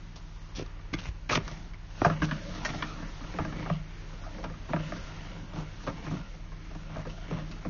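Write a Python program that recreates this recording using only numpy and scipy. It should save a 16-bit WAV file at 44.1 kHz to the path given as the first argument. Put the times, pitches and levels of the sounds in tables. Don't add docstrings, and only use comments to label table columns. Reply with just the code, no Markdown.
import sys
import numpy as np
from scipy import signal
from scipy.fft import rfft, irfft
from scipy.io import wavfile
from scipy.ndimage import uniform_filter1d

SR = 44100
rng = np.random.default_rng(int(sys.argv[2]) if len(sys.argv) > 2 else 0)


def to_linear_factor(level_db):
    exponent = np.asarray(level_db, float) / 20
    return 10 ** exponent


def store_wav(level_fs):
    pcm = np.round(np.clip(np.atleast_2d(level_fs), -1, 1) * 32767)
    wavfile.write(sys.argv[1], SR, pcm.T.astype(np.int16))


N = 339129

# centre in Hz, width in Hz, level in dB.
FRAME_MODES = [(420, 144, -2), (560.6, 63, 4), (663.5, 58, 1), (939, 172, -0.5), (1203, 107, -2),
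               (1385, 98, -1), (1590, 135, -5.5), (1800, 260, -6.5), (2265, 200, -7), (2500, 170, -9),
               (2865, 555, -8)]
DRUM_MODES = [(105.5, 14.4, -8.5), (152.7, 8.3, 1.5), (176.7, 12.4, 0.5), (211.4, 14, -5.5),
              (249, 31.5, -11.5), (304.8, 19.5, -5.5)]
GRIT_MODES = [(3505, 1640, -2.1), (4870, 760, 0.0026), (5670, 960, -2.4)]


def evened(x):
    return x / np.sqrt(np.mean(x ** 2) + 1e-20)


def levelled(x, window_s):
    size = int(window_s * SR)
    power = uniform_filter1d(uniform_filter1d(x ** 2, size), size)
    return x / np.sqrt(power + 1e-12)


def curves(rows, t_s):
    row_s, *columns = np.transpose(rows)
    return [np.interp(t_s, row_s, column) for column in columns]


def coloured(x, points):
    hz = np.fft.rfftfreq(len(x), 1 / SR)
    point_hz, point_db = np.transpose(points)
    gain_db = np.interp(np.log(hz + 1), np.log(point_hz + 1), point_db)
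    return irfft(rfft(x) * to_linear_factor(gain_db), len(x))


def body(x, modes, pull_db=0):
    out = np.zeros(len(x))
    pulls_db = pull_db + np.zeros(len(modes))
    for k, ((hz, width_hz, db), more_db) in enumerate(zip(modes, pulls_db)):
        b, a = signal.iirpeak(hz, hz / width_hz, SR)
        out += (-1) ** k * to_linear_factor(db + more_db) * signal.lfilter(b, a, x)
    return out


def wander(per_s):
    steps = rng.standard_normal(int(N / SR * per_s) + 2)
    drift = np.interp(np.arange(N) * per_s / SR, np.arange(len(steps)), steps)
    return evened(uniform_filter1d(drift, int(SR / per_s)))


def grains(length, per_s, spread_db):
    slipping = rng.random(length) < per_s / SR
    size = np.minimum(rng.exponential(1, length), 4)
    return slipping * np.sign(rng.standard_normal(length)) * to_linear_factor(spread_db * size)


def add(mix, start_s, sound):
    part = mix[round(start_s * SR):][:len(sound)]
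    part += sound[:len(part)]


def engine():
    # time in seconds, rate in Hz.
    shaft_rows = [(0, 16.4), (1.5, 16.25), (7.69, 16.22)]
    # multiple of the shaft rate, level in dB.
    order_rows = [(2, -44), (3, -56.5), (6, -52.5)]
    # tone in Hz, level in dB.
    auxiliary_rows = [(58.8, -55), (156, -56.5)]
    # time in seconds, tone in Hz, level in dB.
    fan_rows = [(0, 42, -54), (1.3, 43, -45), (2.7, 44, -61), (3.2, 44.5, -50), (5, 43, -54.5),
                (6.5, 41.6, -49.5), (7.69, 41, -54)]
    t_s = np.arange(N) / SR
    shaft_hz, = curves(shaft_rows, t_s)
    fan_hz, fan_db = curves(fan_rows, t_s)
    tones = [(order * shaft_hz, db) for order, db in order_rows]
    tones += [*auxiliary_rows, (fan_hz, fan_db)]
    out = np.zeros(N)
    for hz, db in tones:
        turns = np.cumsum(hz * (1 + .003 * wander(3))) / SR + rng.random()
        level = np.sqrt(2) * to_linear_factor(db + 1.1 * wander(2.32))
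        out += level * np.sin(2 * np.pi * turns)
    return out


def air():
    # frequency in Hz, density in dB per Hz.
    air_colour = [(12, -9), (30, -1.5), (50, -2), (75, -15), (100, -8.5), (160, -17), (250, -26.5),
                  (350, -18.5), (500, -28.5), (1000, -25), (2100, -26.5), (4000, -36), (7000, -39)]
    noise = coloured(rng.standard_normal(N), air_colour)
    return to_linear_factor(-49.5 + 2.2 * wander(6)) * evened(noise)


def rub():
    # time in seconds, frame level in dB, drum level in dB, grit level in dB.
    rub_rows = [(0.0, -65, -53, -66), (0.38, -59, -58.5, -61), (0.77, -56, -57.5, -67),
                (1.35, -61, -55.5, -64.5), (1.48, -45.5, -47, -51), (1.65, -55.5, -48, -59.5),
                (1.77, -64.5, -60, -71), (1.97, -52, -54, -55), (2.05, -37.5, -43, -45),
                (2.18, -44.5, -39, -59.5), (2.23, -45.5, -41, -53), (2.4, -45, -42.5, -52),
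                (2.74, -41.5, -41.5, -48), (2.87, -43.5, -47.5, -50.5), (3.04, -46.5, -40.5, -55.5),
                (3.17, -52.5, -57, -54.5), (3.3, -48, -49, -55), (3.53, -46, -38.5, -56),
                (3.62, -42, -35.5, -54.5), (3.75, -47.5, -54, -58.5), (3.83, -56, -57, -63.5),
                (4.05, -55, -54, -61.5), (4.26, -51.5, -51, -57.5), (4.37, -47, -44.5, -56),
                (4.5, -68, -47, -64.5), (4.73, -47.5, -50, -58), (4.86, -44, -42, -55),
                (4.9, -45.5, -38.5, -52), (5.03, -49.5, -51, -53.5), (5.37, -47, -45, -58),
                (5.46, -53, -43.5, -59), (5.59, -50, -57, -67), (5.85, -57, -48, -54),
                (6.0, -46.5, -45, -59.5), (6.06, -46.5, -45.5, -56), (6.19, -49, -41, -59),
                (6.3, -53.5, -57, -58.5), (6.51, -58, -52.5, -64.5), (6.81, -55.5, -52.5, -60.5),
                (6.94, -49, -47, -69), (7.11, -51, -54, -55), (7.35, -46.5, -46, -65),
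                (7.5, -53.5, -44, -58.5), (7.69, -49, -56.5, -60.5)]
    frame_db, drum_db, grit_db = curves(rub_rows, np.arange(N) / SR)
    slips = grains(N, 1500, 1.8) * to_linear_factor(1.5 * wander(60))
    ringing = np.zeros(N)
    for k, mode in enumerate(FRAME_MODES):
        ringing += (-1) ** k * to_linear_factor(3.16 * wander(12)) * body(slips, [mode])
    frame = to_linear_factor(frame_db - 2.5) * levelled(ringing, 0.06)
    drum = to_linear_factor(drum_db - 0.5) * levelled(body(slips, DRUM_MODES), 0.071)
    grit = to_linear_factor(grit_db - 2.0) * evened(body(grains(N, 9000, .8), GRIT_MODES))
    return frame + drum + grit


def knock(row, damping):
    start_s, peak_db, ring_hz, thud_db, tick_db, t60_s = row
    t_s = np.arange(8000) / SR
    decay = to_linear_factor(-60 * t_s / max(t60_s, .01))
    rattle = grains(len(t_s), 5000, 4.1) * decay * np.minimum(t_s / 0.0022, 1)
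    rattle[30] += 4.0
    near_db = -5.0 * abs(np.log2(np.array(FRAME_MODES)[:, 0] / ring_hz))
    ring = body(rattle, FRAME_MODES, near_db) + body(rattle, [(ring_hz, 0.11 * ring_hz, 1.5)])
    crack = body(rattle * to_linear_factor(-60 * t_s / 0.025), [(1340, 912, -4.0), (2340, 920, -10.0)])
    soft = signal.lfilter(*signal.butter(2, 2000 + ring_hz, fs=SR), ring + crack)
    damped_drum = np.array(DRUM_MODES) * [1, damping, 1]
    thud = body(rattle, damped_drum, 0.55 * rng.standard_normal(len(DRUM_MODES)))
    tick = body(rattle, GRIT_MODES)
    parts = ((soft, peak_db), (thud, thud_db - 0.5), (tick, tick_db + 0.5))
    return start_s - 30 / SR, sum(to_linear_factor(db) * part / abs(part).max() for part, db in parts)


def push(peak_db, pulse_hz):
    cycles = np.arange(4000) / SR * pulse_hz
    envelope = np.exp(-1.2 * cycles) * np.minimum(4 * cycles, 1)
    return to_linear_factor(peak_db) * np.sin(2 * np.pi * cycles) * envelope


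def knocks():
    # time in seconds, peak in dB, brightest ring in Hz, thud in dB,
    # tick above 3 kHz in dB, ring t60 in seconds.
    tap_rows = [(0.159, -42, 546, -53, -38, 0.12), (0.418, -55, 2110, -54, -54, 0.04),
                (0.662, -42.5, 1140, -52, -43, 0.03), (0.795, -48, 1320, -50, -63, 0.048),
                (0.938, -21, 2130, -29.5, -43, 0.017), (0.988, -30.5, 2800, -40, -48, 0.03),
                (1.035, -49, 1050, -48, -41, 0.04), (1.055, -34, 2110, -44, -53, 0.049),
                (1.295, -23.5, 2470, -41, -39, 0.04), (1.309, -19.5, 520, -46, -33, 0.04),
                (1.318, -25.5, 1080, -25, -29, 0.027), (1.33, -18, 1200, -38, -22, 0.044),
                (1.355, -15, 1940, -22, -38, 0.029), (1.376, -22.5, 417, -21, -31, 0.014),
                (1.479, -30, 1450, -45, -29.5, 0.019), (1.514, -41, 550, -33.5, -37, 0.042),
                (1.736, -40, 2130, -48, -49, 0.065), (2.017, -19, 401, -17.5, -46, 0.024),
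                (4.704, -35, 480, -29, -44, 0.059), (4.763, -26.5, 590, -27, -54, 0.044),
                (4.964, -38, 1600, -38, -38, 0.046), (7.099, -41, 2930, -44, -41, 0.04)]
    knock_rows = [(2.048, -9, 590, -19.5, -27.5, 0.088), (2.1, -21, 1250, -21, -45, 0.045),
                  (2.22, -21, 1540, -19.5, -35, 0.057), (2.289, -34, 1560, -56, -46.5, 0.071),
                  (2.312, -21.5, 1740, -23, -54, 0.071), (2.535, -45, 974, -54, -48, 0.069),
                  (2.549, -42, 1330, -44, -37, 0.094), (2.65, -20.5, 1880, -47, -35, 0.066),
                  (2.737, -33.5, 641, -30.5, -46, 0.092), (2.824, -19, 1800, -31.5, -47, 0.057),
                  (3.023, -36, 543, -37, -50, 0.08), (3.208, -41, 1130, -37, -60, 0.087),
                  (3.239, -38.5, 855, -41, -63, 0.06), (3.322, -47, 450, -66, -42, 0.06),
                  (3.34, -36, 520, -33, -59, 0.098), (3.387, -18.5, 573, -24, -60, 0.094),
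                  (3.449, -27.5, 860, -32.5, -37, 0.072), (3.525, -32.5, 614, -36, -58, 0.055),
                  (3.56, -37, 530, -54, -51, 0.074), (3.597, -33, 527, -44, -44, 0.06),
                  (3.661, -30, 568, -32, -64, 0.086), (3.7, -20, 610, -22, -58, 0.032),
                  (3.874, -54, 549, -46, -59, 0.07), (4.107, -46.5, 1390, -60, -57, 0.06),
                  (4.131, -44, 1070, -50, -48, 0.06), (4.223, -50, 816, -50, -46, 0.054),
                  (4.237, -41, 1140, -41, -47, 0.12), (4.264, -37, 685, -48, -55, 0.11),
                  (4.384, -36.5, 503, -41, -50, 0.12), (4.44, -29.5, 1020, -44, -49, 0.063),
                  (4.441, -31, 880, -40, -54, 0.087), (4.499, -38, 482, -46, -52, 0.092),
                  (4.539, -42, 1100, -48, -63, 0.063), (4.69, -35, 579, -30.5, -51, 0.076),
                  (4.734, -17, 646, -20.5, -57, 0.05), (4.799, -35, 710, -41, -49, 0.048),
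                  (4.922, -25.5, 660, -31.5, -44, 0.02), (5.247, -48, 807, -44, -52, 0.071),
                  (5.533, -39, 634, -33.5, -58, 0.064), (5.565, -36, 624, -33, -56, 0.1),
                  (5.803, -42.5, 1390, -52, -57, 0.12), (5.835, -39, 480, -44, -45, 0.11),
                  (5.874, -24, 865, -32, -44, 0.097), (6.045, -44, 1030, -62, -49, 0.067),
                  (6.067, -38, 1010, -29, -52, 0.044), (6.112, -35, 568, -27.5, -56, 0.031),
                  (6.342, -48, 635, -46, -49, 0.076), (6.519, -41.5, 1080, -50, -53, 0.1),
                  (6.712, -42, 636, -45, -51, 0.068), (6.75, -39.5, 651, -33, -45, 0.055),
                  (6.898, -42, 681, -36, -59, 0.06), (6.959, -31.5, 664, -32.5, -61, 0.11),
                  (7.052, -36.5, 598, -33, -61, 0.065), (7.068, -34, 475, -36, -43, 0.068),
                  (7.282, -39, 420, -36.5, -49, 0.066), (7.309, -29.5, 417, -26, -57, 0.065),
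                  (7.513, -39, 2580, -55, -39, 0.085), (7.65, -31, 494, -25, -47, 0.1)]
    # time in seconds, peak in dB, pulse in Hz.
    push_rows = [(0.584, -28, 250), (0.592, -38, 503), (.597, -20, 400), (.613, -31, 450), (.623, -24, 300),
                 (0.93, -24, 200), (0.944, -20.5, 180), (1.087, -23.5, 60), (1.377, -20, 450),
                 (1.383, -22, 130), (1.421, -28, 60), (2.019, -8, 700), (2.025, -33, 90),
                 (2.064, -15.5, 130), (2.22, -20.5, 70), (2.749, -23.5, 200), (3.399, -23.5, 90)]
    out = np.zeros(N)
    for row in tap_rows:
        add(out, *knock(row, damping=7.7))
    for row in knock_rows:
        add(out, *knock(row, damping=0.75))
    for start_s, peak_db, pulse_hz in push_rows:
        add(out, start_s, push(peak_db, pulse_hz))
    return out


def slide(rows, colour):
    t_s = np.arange(rows[0][0], rows[-1][0], 1 / SR)
    scrape_db, grit_db, drum_db = curves(rows, t_s)
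    bunches = evened(uniform_filter1d(rng.standard_normal(len(t_s)), 110))
    slips = grains(len(t_s), 4000, 3.1) * to_linear_factor(2.67 * bunches)
    scrape = to_linear_factor(scrape_db - 4.0) * evened(coloured(slips, colour))
    grit = to_linear_factor(grit_db + 1.0) * evened(body(slips, GRIT_MODES))
    held_drum = np.array(DRUM_MODES) * [1, 3.0, 1]
    drum = to_linear_factor(drum_db - 4.0) * evened(body(slips, held_drum))
    return t_s[0], (scrape + grit + drum) * signal.windows.tukey(len(t_s), .1)


def slides():
    # time in seconds, scrape in dB, grit in dB, drum in dB.
    slide_tables = [
        [(0.548, -58, -59, -67), (0.562, -48, -41.5, -48), (0.586, -44, -48, -38), (0.622, -46, -53, -44),
         (0.635, -51, -60, -38)],
        [(0.928, -43, -60, -39), (0.94, -39, -40.5, -37), (0.955, -51, -53, -29)],
        [(0.97, -49, -58, -47), (0.994, -45, -49.5, -38), (1.01, -51, -56.5, -52), (1.086, -43, -53, -43),
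         (1.105, -53, -59, -60)],
        [(1.288, -56, -50, -42), (1.298, -25, -41, -35), (1.36, -32, -32.5, -38), (1.368, -43, -39, -32),
         (1.38, -17, -47, -19)],
        [(2.218, -40, -59, -32), (2.222, -32.5, -54, -27), (2.248, -33.5, -41.5, -40), (2.258, -59, -52, -33)],
        [(2.645, -41, -52, -48), (2.651, -45, -36, -46), (2.683, -40, -51, -50), (2.71, -33, -46, -28)],
    ]
    roll_tables = [
        [(4.428, -43, -58, -44), (4.444, -36, -53.5, -39.5), (4.465, -45, -64, -39)],
        [(5.53, -46, -60, -42), (5.55, -47, -59, -43), (5.566, -44.5, -57, -35), (5.604, -44, -57, -38),
         (5.64, -47, -63, -46)],
        [(5.865, -39, -56, -43), (5.879, -35, -52, -37), (5.905, -46.5, -61, -31)],
        [(6.04, -51, -57, -44), (6.058, -50, -59, -48), (6.074, -38, -63, -39), (6.09, -47, -56, -42)],
        [(6.1, -53, -58, -40), (6.116, -43, -58, -36), (6.142, -42.5, -61, -28), (6.198, -51, -61, -46),
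         (6.22, -38, -60, -53)],
        [(6.89, -50, -63, -54), (6.906, -53, -66, -46), (6.956, -47, -61, -45), (6.99, -48, -64, -42),
         (7.03, -47, -60, -56)],
        [(7.3, -51, -61, -38), (7.31, -42, -54, -32), (7.316, -40.5, -61, -31.5), (7.396, -41.5, -59, -39.5),
         (7.43, -56, -62, -39)],
    ]
    # frequency in Hz, density in dB per Hz.
    slide_colour = [(200, 0), (500, 2.5), (800, 3), (1200, 2), (1900, -1), (2700, 3), (3600, -36),
                    (7000, -27.5)]
    roll_colour = [(250, -9.5), (420, -3), (600, 4.5), (780, -2), (1100, 1.5), (1600, -7.5), (2300, -12),
                   (3600, -26), (7000, -38.5)]
    out = np.zeros(N)
    for rows in slide_tables:
        add(out, *slide(rows, slide_colour))
    for rows in roll_tables:
        add(out, *slide(rows, roll_colour))
    return out


def room(x):
    t_s = np.arange(SR // 4) / SR
    tail = np.roll(grains(len(t_s), 2000, 0) * to_linear_factor(-60 * t_s / 0.19), 200)
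    tail = signal.lfilter(*signal.butter(1, 2500, fs=SR), tail)
    return signal.fftconvolve(x, tail / np.linalg.norm(tail))[:N]


def scene():
    rod = knocks() + slides()
    return (rod + to_linear_factor(-17) * room(rod) + rub() + engine() + air())[None]


def band_limit(x):
    return signal.sosfilt(signal.butter(12, 7430, fs=SR, output="sos"), x)


def record(dry):
    rounded = .6 * np.tanh(dry / .6)
    hz, t_s, z = signal.stft(rounded, SR, nperseg=2048, noverlap=1536)
    hz = hz[:, None]
    edge_hz = 6850 + 110 * uniform_filter1d(rng.standard_normal(len(t_s)), 3) * np.sqrt(3)
    kept = np.clip((edge_hz - hz) / 350 + .5, 0, 1) ** 3
    chance = rng.random((65, len(t_s) // 3 + 1))
    chance = np.repeat(np.repeat(chance, 16, 0), 3, 1)[:len(hz), :len(t_s)]
    holes = (chance < .012) & (hz > 3300)
    z = z * kept * np.where(holes, to_linear_factor(-27.5), 1)
    mix = signal.istft(z, SR, nperseg=2048, noverlap=1536)[1][:, :N]
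    return band_limit(mix)


dry = scene()
out = record(dry)
store_wav(out)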